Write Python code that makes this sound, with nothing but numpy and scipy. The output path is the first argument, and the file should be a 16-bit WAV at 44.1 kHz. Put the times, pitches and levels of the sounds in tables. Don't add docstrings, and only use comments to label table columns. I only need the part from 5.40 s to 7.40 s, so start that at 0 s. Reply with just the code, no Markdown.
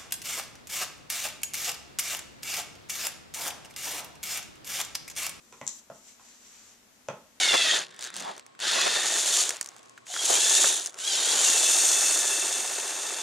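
import sys
import numpy as np
from scipy import signal
from scipy.fft import rfft, irfft
from scipy.io import wavfile
from scipy.ndimage import uniform_filter1d

SR = 44100
rng = np.random.default_rng(int(sys.argv[2]) if len(sys.argv) > 2 else 0)


def bounce(signal):
    frames = np.transpose(np.atleast_2d(signal))
    limited = np.clip(frames, -1, 1)
    pcm = np.round(limited * 32767).astype(np.int16)
    wavfile.write(sys.argv[1], SR, pcm)


N = 88200


def amp(db):
    return 10 ** (np.asarray(db) / 20)


def unit(x):
    return x / np.sqrt(np.mean(x ** 2) + 1e-20)


def read(points, hz):
    table_hz, value = np.transpose(points)
    return np.interp(np.log(hz + 1), np.log(table_hz + 1), value)


def lean(left_db):
    return amp([[left_db], [-left_db]])


def add(mix, start_s, sound):
    part = mix[round(start_s * SR):][:len(sound)]
    part += sound[:len(part)]


def ring(t, hz, t60, swell):
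    fade = amp(-60 * t / t60) * (1 - np.exp(-t / swell))
    return 2 * fade / fade.sum() * np.sin(2 * np.pi * hz * t)


def pulse(colour_db, size=4096):
    level_db = colour_db(np.fft.rfftfreq(size, 1 / SR))
    half = np.log(amp(np.maximum(level_db, -100)))
    full = np.concatenate([half, half[-2:0:-1]])
    spectrum = np.exp(np.conj(signal.hilbert(full)))
    return np.fft.ifft(spectrum).real


def correlate(left, other, same):
    same = np.clip(same, -1, 1)
    return np.array([left, same * left + np.sqrt(1 - same ** 2) * other])


def noise(field_db, likeness, size):
    hop = size // 4
    t = np.arange(N // hop + 5)[:, None] * hop / SR
    hz = np.fft.rfftfreq(size, 1 / SR)
    a, b, c, d = np.moveaxis(rng.standard_normal((len(t), len(hz), 4)), -1, 0)
    cells = correlate(a + 1j * b, c + 1j * d, likeness(hz)) * amp(field_db(t, hz))
    stereo = signal.istft(cells.transpose(0, 2, 1), nperseg=size, noverlap=size - hop)[1]
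    return unit(stereo[:, :N])


# (time [s], level sent to the room re direct [dB], pitch factor of the low modes [ratio],
#  then nine mode levels from low to high [dB])
BLOWS = [(0.125, 2, 0.79, -21.5, -8, -18, -10, -11, -22, -14, -21, -25),
         (0.2136, -1, 1.04, -4.5, 6, 3.5, 0.5, -7.5, -1.5, -9.5, -19.5, -23.5),
         (0.5006, 0, 1.065, -9.5, 8.5, -1.5, -8, -6, -36, -24, -33, -36.5),
         (0.7965, 1, 1.0, -31, -24, -13.5, -13.5, -17.5, -44, -26, -33, -42),
         (1.6858, 0.5, 1.02, 1.5, 17.5, 10, 3.5, 5, -6.5, -3, -16, -18)]
# (frequency before the pitch factor [Hz], t60 [s], swell time constant [s], polarity [sign])
SHOE_MODES = [(191, 0.0073, 0.0016, -1), (600, 0.016, 0.0046, -1), (847.6, 0.012, 0.0019, -1),
              (1016, .011, 0.0028, -1), (1303, 0.0088, 0.003, -1), (2020, 0.0099, 0.00072, -1),
              (2560, 0.008, 0.00074, -1), (3590, 0.0032, 0.00048, 1), (6240, 0.0063, .0001, 1)]
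LOW_MODES_HZ = 700
# (lower edge [Hz], upper edge [Hz])
SCUFF_BAND = [430, 4300]
SCUFF_DB, SCUFF_T60_S = -5.5, 0.014
BASS_CUT_HZ, KNOCK_LEFT_DB = 169, -0.5


def scuff(t):
    band = signal.butter(2, np.clip(SCUFF_BAND, 1, SR / 2 - 1), "band", fs=SR)
    grit = signal.lfilter(*band, rng.standard_normal(len(t))) * amp(-60 * t / SCUFF_T60_S)
    return grit / np.linalg.norm(grit)


def knocks(size=4096):
    t = np.arange(size) / SR
    direct, sent = np.zeros(N), np.zeros(N)
    bass_cut = signal.butter(2, BASS_CUT_HZ, "high", fs=SR)
    for start_s, room_db, pitch, *modes_db in BLOWS:
        knock = amp(modes_db[-1] + SCUFF_DB) * scuff(t)
        for db, (hz, t60, swell, polarity) in zip(modes_db, SHOE_MODES):
            mode_hz = hz * pitch if hz < LOW_MODES_HZ else hz
            knock += np.sign(polarity) * amp(db) * ring(t, mode_hz, t60, swell)
        knock = signal.lfilter(*bass_cut, knock)
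        add(direct, start_s, knock)
        add(sent, start_s, amp(room_db) * knock)
    return direct * lean(KNOCK_LEFT_DB), sent * lean(KNOCK_LEFT_DB)


# (time [s], gain on the click spectrum [dB])
HEEL_CLICKS = [(0.2668, -13.5), (0.2773, -4)]
# (frequency [Hz], relative level [dB])
CLICK_SPECTRUM = [(100, -32), (1000, -19.5), (2900, -11), (3900, -5.5), (5000, -7.5), (6200, 2), (7500, 2),
                  (9000, -10), (14000, -23)]
CLICK_LEFT_DB = 0.5


def clicks():
    out = np.zeros(N)
    snap = pulse(lambda hz: read(CLICK_SPECTRUM, hz))
    for start_s, db in HEEL_CLICKS:
        add(out, start_s, amp(db) * snap)
    return out * lean(CLICK_LEFT_DB)


# (time [s], level before the RUB_DB trim [dB])
RUB_LEVEL = [(0, -71), (.27, -63.5), (.33, -57.5), (0.393, -54.5), (.42, -72), (.48, -78), (.55, -60.5),
             (.62, -63.5), (0.692, -53), (.78, -65.5), (.86, -55.5), (.93, -56.5), (.99, -60), (1.05, -55),
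             (1.2, -55.5), (1.32, -57), (1.42, -72), (2, -73)]
# (frequency [Hz], relative level [dB])
RUB_SPECTRUM = [(100, -42), (400, 14), (900, 21.5), (2500, 13), (4500, 6), (7000, -0.5), (9500, -11),
                (14000, -14.5)]
# (time [s], slope about the pivot [dB per octave])
RUB_SLOPE = [(.38, 14), (.7, 9), (.9, 7.5), (1.25, 7)]
RUB_DB, RUB_LEFT_DB, TILT_PIVOT_HZ = -3, -0.06, 4300
RUB_SAME = 0.36
RUB_PATCH_DB, RUB_FLICKER_DB = 0.9, 0.4


def cloth():
    def field_db(t, hz):
        patches = uniform_filter1d(rng.standard_normal((len(t), len(hz))), size=14, axis=0)
        patches = unit(uniform_filter1d(patches, size=6, axis=1))
        flicker = unit(uniform_filter1d(rng.standard_normal(t.shape), size=4, axis=0))
        octaves = np.minimum(np.log2((hz + 1) / TILT_PIVOT_HZ), 1)
        tilt_db = np.interp(t, *np.transpose(RUB_SLOPE)) * octaves
        uneven_db = RUB_PATCH_DB * patches + RUB_FLICKER_DB * flicker
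        return read(RUB_SPECTRUM, hz) + tilt_db + uneven_db

    rubbing = noise(field_db, lambda hz: RUB_SAME, size=256)
    level_db = np.interp(np.arange(N) / SR, *np.transpose(RUB_LEVEL)) + RUB_DB
    return rubbing * amp(level_db) * lean(RUB_LEFT_DB)


# (delay [s], left level [dB], right level [dB])
REFLECTIONS = [(.0019, -18.5, -20.5), (.0041, -19.5, -12), (.0079, -11.5, -26), (.0135, -17, -12),
               (.0151, -13, -21.5), (.0168, -14.5, -28), (.0218, -19.5, -15)]
# (frequency [Hz], t60 [s], relative level [dB], left-right likeness [ratio])
TAIL = [(68, 0.39, -20, 0.48), (143, 0.62, 2, 0.86), (292, 0.37, 10, 1), (600, .33, -3, 0.87),
        (1210, .37, 5, 0.86), (1540, 0.3, 2.5, .6), (2000, 0.3, 3, 0.53), (2620, 0.32, -0.5, 0.18),
        (3800, 0.32, 3.5, 0.11), (7300, 0.34, -5.5, 0.074), (14000, 0.36, -6.5, 0.084)]
# (frequency [Hz], level [dB], t60 [s])
STANDING_WAVES = [(120.7, 9.5, 0.11), (140, 15, 0.12), (190.7, 7, 0.2)]
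TAIL_GAP_S, TAIL_BUILD_S = 0.0034, 0.0031
STANDING_SWELL_S, BOOM_LEFT_DB = 0.023, -0.8


def room(x, size=26000):
    t = np.arange(size) / SR
    hz, when, cells = signal.stft(rng.choice([-1., 1.], (2, size)), SR, nperseg=512)
    table = np.array(TAIL)
    t60, tail_db, same = (read(np.column_stack([table[:, 0], column]), hz)[:, None]
                          for column in table.T[1:])
    cells = correlate(cells[0], cells[1], same)
    equal_energy = np.sqrt(2 * np.log(1000) / (t60 * SR))
    cells = cells * amp(tail_db - 60 * when / t60) * equal_energy
    onset = np.clip((t - TAIL_GAP_S) / TAIL_BUILD_S, 0, 1)
    response = signal.istft(cells, SR)[1][:, :size] * onset
    for mode_hz, db, ring_s in STANDING_WAVES:
        response += amp(db) * lean(BOOM_LEFT_DB) * ring(t, mode_hz, ring_s, STANDING_SWELL_S)
    for delay_s, left_db, right_db in REFLECTIONS:
        response[:, round(delay_s * SR)] += amp([left_db, right_db])
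    return signal.fftconvolve(x, response, axes=1)[:, :N]


# (frequency [Hz], peak gain [dB], quality factor [Q])
CAPSULE_PEAKS = [(7255, 15, 7.5), (6020, 13, 11.5)]


def capsule(x, hz, db, q):
    peak = signal.lfilter(*signal.iirpeak(hz, q, fs=SR), x)
    return x + (amp(db) - 1) * peak


# (frequency [Hz], relative spectral density [dB])
AIR_SPECTRUM = [(20, -15), (60, -8), (120, -13.5), (180, -10.5), (226, 0.5), (275, -4), (330, -10),
                (420, -9), (800, -11.5), (2000, -13), (4500, -15.5), (6500, -12.5), (8500, -18.5),
                (14000, -20.5)]
# (frequency [Hz], left-right likeness [ratio])
AIR_LIKENESS = [(30, 0.13), (100, 0.8), (400, 0.48), (1200, 0.17), (4000, 0.05), (14000, 0.029)]
# (frequency [Hz], gain on the left and cut on the right [dB])
AIR_BALANCE = [(200, -0.6), (700, 3.5), (3000, 1.9), (6000, -1), (7300, 3), (12000, 0.4)]
AIR_DB = -60


def air():
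    bed = noise(lambda t, hz: read(AIR_SPECTRUM, hz), lambda hz: read(AIR_LIKENESS, hz), size=2048)
    left_db = read(AIR_BALANCE, np.fft.rfftfreq(N, 1 / SR))
    return amp(AIR_DB) * irfft(rfft(bed) * amp([left_db, -left_db]), N)


def scene():
    knock, knock_sent = knocks()
    click = clicks()
    moving = knock + click + room(knock_sent + click) + cloth()
    picked_up = np.array([capsule(side, *peak) for side, peak in zip(moving, CAPSULE_PEAKS)])
    return picked_up + air()


EDGE_HZ = 14450


def record(dry):
    low_pass = signal.firwin(511, EDGE_HZ, window=("kaiser", 8), fs=SR)
    return signal.oaconvolve(dry, low_pass[None], "same")


dry = scene()
out = record(dry)
bounce(out)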